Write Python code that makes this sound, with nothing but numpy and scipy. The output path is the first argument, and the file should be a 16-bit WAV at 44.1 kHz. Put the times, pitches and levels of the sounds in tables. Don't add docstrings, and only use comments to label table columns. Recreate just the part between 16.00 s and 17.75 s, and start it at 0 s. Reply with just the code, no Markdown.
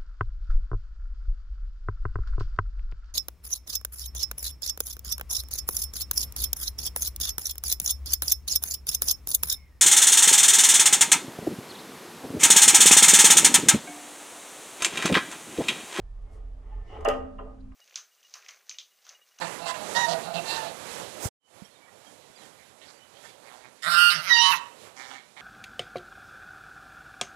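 import sys
import numpy as np
from scipy import signal
from scipy.fft import rfft, irfft, next_fast_len
from scipy.io import wavfile

SR = 44100
rng = np.random.default_rng(int(sys.argv[2]) if len(sys.argv) > 2 else 0)


def volts_from_decibels(level):
    exponent = np.asarray(level, float) / 20
    return 10 ** exponent


def waveform_to_disk(signal):
    frames = np.transpose(np.atleast_2d(signal))
    scaled = np.clip(frames, -1, 1) * 32767
    samples = np.round(scaled).astype(np.int16)
    wavfile.write(sys.argv[1], SR, samples)


N = 77175

# time in seconds, pitch in Hz, level in dB.
SWAY = [(0.0, 39.9, -44), (0.252, 37.9, -39.5), (0.32, 43.6, -52.5), (0.442, 40.3, -35.5),
        (0.648, 40.8, -44.5), (0.774, 42.25, -32), (0.838, 37, -41), (0.92, 27.2, -50.5),
        (1.018, 23.2, -39.5), (1.11, 27.34, -43.5), (1.21, 24.95, -40), (1.27, 30.1, -60),
        (1.394, 31.5, -43.5), (1.5, 38.2, -42.5), (1.686, 44.4, -68), (1.75, 45, -44)]
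# pitch in Hz, width in Hz, level in dB.
THRUM = [(81.56, 23.3, -55), (103.7, 2.37, -62.5)]
# time in seconds, level in dB.
THRUM_SWELL = [(0.05, -61.5), (0.186, -58), (0.3, -61.5), (0.748, -64.5), (0.808, -47.5), (0.858, -59.5),
               (0.982, -59.5), (1.3, -60.5), (1.534, -63.5), (1.7, -62)]
# pitch in Hz, width in Hz, level in dB.
RUMBLE = [(23.2, 7.8, -48), (53.1, 39, -51), (135, 86, -66)]
# start in seconds, length in seconds, pitch in Hz, peak in dB.
JOLTS = [
    (.955, .12, 69.5, -37),
    (1.15, .16, 70, -43),
    (1.08, .08, 100, -45),
    (.87, .12, 98, -48),
]
BASS_PAN_DB = -1.2

# frequency in Hz, level in dB.
HISS_SPECTRUM = [(65, -33), (110, -17.5), (231, -22.5), (266, -12.5), (308, -8.5), (436, -8), (1060, -12.5),
                 (1770, -21), (15000, -38.5)]
# frequency in Hz, left-right likeness from -1 to 1.
LIKENESS = [(60, 0.79), (240, 0.61), (930, 0.047), (3690, 0.32), (14500, 0.54)]
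HISS_DB, HISS_TOP_HZ = -67, 10400

# start in seconds, length in seconds, pitch in Hz, level in dB.
SQUEAK = [(.712, .045, 853, -55), (.755, .07, 855, -62), (.68, .27, 1785, -69), (.915, .09, 850, -48),
          (0, .15, 1790, -79), (.24, .14, 2150, -75), (.1, .85, 264, -65), (.3, .14, 437, -58),
          (1.05, .33, 263, -46), (1.3, .55, 263, -50), (1.1, .8, 204, -58), (.96, .11, 434, -44),
          (.9, .06, 1070, -55), (1.005, .045, 1210, -53), (.895, .04, 740, -56), (.72, .05, 2130, -72),
          (1.404, .028, 434, -37), (1.388, .022, 590, -42), (1.46, .055, 1220, -60)]
SQUEAK_WIDTH_HZ, SQUEAK_ROUGH = 40, .4
# start in seconds, length in seconds, centre in Hz, width in Hz,
# level in dB.
RASP = [(0.87, 0.14, 2910, 300, -60.5), (0.828, 0.18, 2050, 310, -66.5), (0.837, 0.17, 4900, 4000, -73.5),
        (.99, 0.095, 2900, 330, -70.5), (0.692, 0.089, 2880, 500, -76), (1.6, .02, 4100, 760, -72),
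        (1.583, .018, 1500, 68, -75), (1.9, .06, 2500, 200, -70.5), (0.44, 0.23, 610, 380, -68.5),
        (1.034, 0.18, 5600, 2100, -69.5), (1.083, .012, 15000, 2400, -57), (0.277, 0.16, 636, 370, -63.5),
        (1.712, 0.02, 2100, 820, -69)]

# time in seconds, level in dB, brightness in Hz.
GRIND = [(0.03, -66, 1520), (0.078, -84, 1500), (0.082, -98, 1490), (0.142, -69.5, 1600),
         (0.356, -54.5, 1430), (0.52, -69, 1360), (0.706, -53.5, 1520), (0.726, -55.5, 1610),
         (0.866, -57.5, 1620), (0.9, -51, 1530), (0.952, -41, 1430), (1.026, -41, 1558),
         (1.045, -45.5, 1500)]
GRAINS_PER_S, GRAIN_SPREAD_DB, GRIND_DB = 3000, 4.5, 1.5
# frequency in Hz, level in dB.
GRIND_REACH = [(200, -24), (330, -31), (440, 0), (600, 0), (880, 2), (1550, -8), (2100, 5), (3000, 2)]
# time in seconds, strength in dB, pitch struck best in Hz,
# rattle after it in seconds.
KNOCKS = [(1.048, -29.5, 3300, 0.03), (1.05, -23.5, 538, 0.006), (1.052, -28.5, 1730, 0.012),
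          (1.056, -25, 2780, 0.0059), (1.061, -25.5, 583, 0.012), (1.067, -27.5, 2050, 0.005),
          (1.069, -23.5, 620, 0.013), (1.074, -22.5, 404, 0.011), (1.086, -20.5, 3000, 0.0073),
          (1.091, -31, 710, 0.0055), (1.097, -31.5, 1166, 0.017), (1.103, -24, 3170, 0.0095),
          (1.11, -32.5, 434, 0.022), (1.117, -35, 1990, 0.013), (1.135, -35.5, 2760, 0.0054),
          (1.146, -34, 724, 0.0095), (1.158, -36.5, 560, 0.021), (1.169, -43.5, 593, 0.026),
          (1.2, -50, 1960, 0.031), (1.501, -55, 580, 0.072), (1.384, -50.5, 2780, 0.02),
          (1.384, -46.5, 1880, 0.013), (1.389, -42.5, 1220, 0.0088), (1.396, -36.5, 603, 0.0031),
          (1.41, -35, 434, 0.0075), (1.445, -47.5, 650, 0.032), (1.47, -65.5, 1235, 0.026),
          (1.719, -53.5, 1620, 0.0016)]
BLOW_DB, RATTLE_DB = -2, -8.5
FOCUS_DB_PER_OCTAVE = 12.5
# frequency in Hz, level in dB, t60 in seconds.
PIPE = [(434, -2, 0.14), (466.2, -13.5, 0.3), (581.9, -8, 0.27), (674.6, -6, 0.098), (779.3, -5, 0.12),
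        (856, -8.5, 0.1), (1073.5, 2, 0.033), (1226.3, -2, 0.12), (1580, -8.5, 0.063), (1812, -5, 0.031),
        (1954, -6.5, 0.023), (2780, -12.5, 0.039), (2992, -15, 0.048), (3196, -22.5, 0.15)]
# frequency in Hz, level in dB, t60 in seconds.
PANEL = [(207.5, -22.5, 1.9), (263, -18.5, 0.91), (299, -20, 0.067)]
# frequency in Hz, level in dB.
SHEET = [(200, -19), (360, -42), (441, -10.5), (800, -12), (1330, -11.5), (2300, -22), (3050, -16.5),
         (4200, -43)]
SHEET_DB, SHEET_T60_S, SHEET_DAMPING = -9, 0.19, 0.93
BODY_LOW_HZ, BODY_HIGH_HZ = 167, 3350

# time in seconds, level in dB.
SLEEVE = [(0.22, -78), (0.23, -94), (0.298, -84), (0.334, -72), (0.366, -76), (0.42, -90)]
SLEEVE_LOW_HZ, SLEEVE_HIGH_HZ = 4180, 9900

# time in seconds, strength in dB.
TICKS = [
    (1.008, -69),
    (1.048, -50),
    (1.052, -71),
    (1.086, -42.5),
    (1.099, -56.5),
]
# frequency in Hz, level in dB, t60 in seconds.
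SPANNER = [(4930, 11, 0.023), (6406, 11.5, 0.029), (7220, 3.5, 0.028), (7400, -15, 0.074),
           (10800, -25, 0.052), (9900, -22, 0.1), (10640, -51, 0.25), (12040, -26, 0.098),
           (11170, -37, 0.066), (12400, -9, 0.058), (12940, -10, 0.079), (14300, -15, 0.049)]
STEEL_RING_DB = -4.5
CRACK_DB, CRACK_S, CRACK_HZ, CRACK_TOP_HZ = 6.5, 0.0042, 3380, 8750
CRACK_TAIL_DB, CRACK_TAIL_S = -21, 0.047
GRIT_DB = -41.5

WORK_PAN_DB, SPREAD_RAD, SPREAD_DB = 0.56, 1.1, 1.5
ROOM_T60_S, ROOM_DB, WALL_CUT_HZ = 0.67, -19.5, 5840
SIDES = np.array([[1], [-1]])


def rms_one(x):
    return x / np.sqrt(np.mean(x ** 2) + 1e-20)


def in_time(rows, outside=None):
    s, *columns = np.transpose(rows)
    return [np.interp(np.arange(N) / SR, s, c, outside, outside) for c in columns]


def at_hz(points, hz):
    table_hz, value = np.transpose(points)
    return np.interp(np.log(hz), np.log(table_hz), value)


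def swell(s, length):
    return np.sin(np.pi * np.clip((np.arange(N) / SR - s) / length, 0, 1))


def bandpass(x, order, low_hz, high_hz):
    return signal.sosfilt(signal.butter(order, [low_hz, high_hz], "band", fs=SR, output="sos"), x)


def narrow(hz, width_hz):
    r = np.exp(-np.pi * width_hz / SR)
    a = [1, -2 * r * np.cos(2 * np.pi * hz / SR), r * r]
    once = signal.lfilter([1, 0, -1], a, rng.standard_normal(N + SR))
    return rms_one(signal.lfilter([1], a, once)[SR:])


def ring(force, hz, t60):
    pole = volts_from_decibels(-60 / (t60 * SR)) * np.exp(2j * np.pi * hz / SR)
    turn, tilt = np.clip(rng.normal(0, 1, 2), -1.3, 1.3)
    mode = signal.lfilter([1], [1, -pole], force + 1e-18)
    heard = np.imag(mode * np.exp(.5j * SPREAD_RAD * turn * SIDES))
    return heard * volts_from_decibels(.5 * SPREAD_DB * tilt * SIDES)


def bass():
    hz, db = in_time(SWAY)
    sway = np.sqrt(2) * volts_from_decibels(db) * np.sin(2 * np.pi * np.cumsum(hz) / SR + 1.43)
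    load_db, = in_time(THRUM_SWELL)
    thrum = sum(volts_from_decibels(level_db) * narrow(f, width_hz) for f, width_hz, level_db in THRUM)
    rumble = sum(volts_from_decibels(level_db) * narrow(f, width_hz) for f, width_hz, level_db in RUMBLE)
    jolts = 0
    for s, length, f, peak_db in JOLTS:
        jolts = jolts + volts_from_decibels(peak_db) * swell(s, length) * np.sin(2 * np.pi * f * np.arange(N) / SR)
    low = sway + jolts + volts_from_decibels(load_db - load_db.mean()) * thrum + rumble
    return low * volts_from_decibels(BASS_PAN_DB * SIDES)


def hiss():
    out, edges = 0, 110 * 2 ** np.arange(0, 7.1, .5)
    white = rng.standard_normal((2, 2, N))
    for k, (low, high) in enumerate(zip(edges, edges[1:])):
        centre_hz = np.sqrt(low * high)
        mid, side = bandpass(white[k % 2], 2, low, high)
        alike = np.clip(at_hz(LIKENESS, centre_hz), -1, 1)
        pair = np.sqrt(1 + alike) * mid + np.sqrt(1 - alike) * side * SIDES
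        out = out + volts_from_decibels(at_hz(HISS_SPECTRUM, centre_hz)) * pair
    lowpass = signal.butter(4, HISS_TOP_HZ, fs=SR, output="sos")
    return volts_from_decibels(HISS_DB) * rms_one(signal.sosfilt(lowpass, out))


def squeak():
    phase, out = 2 * np.pi * np.arange(N) / SR, 0
    for s, length, hz, db in SQUEAK:
        tone = np.sin(phase * hz + .5 * SIDES * rng.choice([-1, 1]) * SPREAD_RAD)
        rough = SQUEAK_ROUGH * narrow(hz, SQUEAK_WIDTH_HZ)
        out = out + volts_from_decibels(db) * swell(s, length) * (tone + rough)
    return out


def rasp():
    out = 0
    for s, length, hz, width_hz, db in RASP:
        scrape = narrow(hz, width_hz) + .65 * SIDES * narrow(hz, width_hz)
        out = out + volts_from_decibels(db) * swell(s, length) * scrape
    return out


def grains():
    sizes = volts_from_decibels(GRAIN_SPREAD_DB * np.minimum(rng.exponential(1, N), 4)) * rng.choice([-1, 1], N)
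    return rms_one(sizes * (rng.random(N) < GRAINS_PER_S / SR))


def knock_bursts(rattle_s):
    t = np.arange(int(.08 * SR)) / SR
    rough = np.tile(grains()[:len(t)], (len(rattle_s), 1))
    shakes = rng.permuted(rough, axis=1)
    bursts = []
    for decay, shake in zip(rattle_s, shakes):
        rattle = volts_from_decibels(RATTLE_DB - 11.5) * np.exp(-t / max(decay, 1e-3)) * shake
        bursts.append(rattle + volts_from_decibels(BLOW_DB) * (t == 0))
    return bursts


def radiator():
    sheet_hz = 300 + (np.arange(110) + rng.random(110)) * 30
    sheet = [(hz, SHEET_DB + at_hz(SHEET, hz), SHEET_T60_S * (1000 / hz) ** SHEET_DAMPING)
             for hz in sheet_hz]
    grind_db, bright_hz = in_time(GRIND)
    turning = np.arange(N) < GRIND[-1][0] * SR
    grind = volts_from_decibels(grind_db + GRIND_DB - 31.5) * turning * grains()
    s, db, centre_hz, rattle_s = np.transpose(KNOCKS)
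    bursts, out = knock_bursts(rattle_s), 0
    for hz, level_db, t60 in PIPE + PANEL + sheet:
        thread = volts_from_decibels(at_hz(GRIND_REACH, hz)) * grind / (1 + (hz / bright_hz) ** 2)
        force = np.concatenate([thread, np.zeros(SR)])
        off_pitch_db = FOCUS_DB_PER_OCTAVE * abs(np.log2(hz / centre_hz))
        strength = volts_from_decibels(db + 2 * rng.standard_normal(len(s)) - off_pitch_db) * rng.choice([-1, 1])
        for at, size, burst in zip((s * SR).astype(int), strength, bursts):
            force[at:at + len(burst)] += size * burst
        out = out + volts_from_decibels(level_db) * ring(force[:N], hz, t60)
    return bandpass(out, 4, BODY_LOW_HZ, BODY_HIGH_HZ)


def sleeve():
    noise = rng.standard_normal(N) + .5 * rng.standard_normal((2, N))
    swish = rms_one(bandpass(noise, 2, SLEEVE_LOW_HZ, SLEEVE_HIGH_HZ))
    return volts_from_decibels(in_time(SLEEVE, outside=-120)[0]) * swish


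def spanner():
    s, db = np.transpose(TICKS)
    out, clicks = 0, np.zeros(N)
    clicks[(s * SR).astype(int)] = volts_from_decibels(db)
    for hz, level_db, t60 in SPANNER:
        uneven = clicks * volts_from_decibels(2.0 * rng.standard_normal(N))
        out = out + volts_from_decibels(level_db + STEEL_RING_DB) * ring(uneven, hz, t60)
    fade = volts_from_decibels(in_time(GRIND, outside=-120)[0] + GRIT_DB)
    for level_db, tau in [(0, CRACK_S), (CRACK_TAIL_DB, CRACK_TAIL_S)]:
        fade = fade + volts_from_decibels(level_db) * signal.lfilter([1], [1, -np.exp(-1 / (tau * SR))], clicks)
    noise = rng.standard_normal(N) + 1.1 * rng.standard_normal((2, N))
    return out + volts_from_decibels(CRACK_DB) * bandpass(fade * noise, 2, CRACK_HZ, CRACK_TOP_HZ)


def room(x):
    size = next_fast_len(N + SR)
    hz = np.arange(size // 2 + 1) * SR / size
    spectrum, out = rfft(x, size), np.zeros((2, N))
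    for k, lag in enumerate(rng.uniform(.008, 0.028, 12)):
        wall = volts_from_decibels(-60 * lag / ROOM_T60_S) / (1 + 1j * hz / WALL_CUT_HZ)
        loop = wall * np.exp(-2j * np.pi * hz * lag)
        echoes = irfft(spectrum * loop / (1 - loop), size)[:N]
        out[k % 2] += echoes * (-1) ** (k // 2)
    return out


def scene():
    work = (radiator() + spanner() + squeak() + rasp()) * volts_from_decibels(WORK_PAN_DB * SIDES)
    return work + volts_from_decibels(ROOM_DB) * room(work.mean(axis=0)) + sleeve() + bass() + hiss()


def top_cut(x):
    return signal.sosfilt(signal.butter(12, 15140, fs=SR, output="sos"), x)


def record(dry):
    return top_cut(dry)


dry = scene()
out = record(dry)
waveform_to_disk(out)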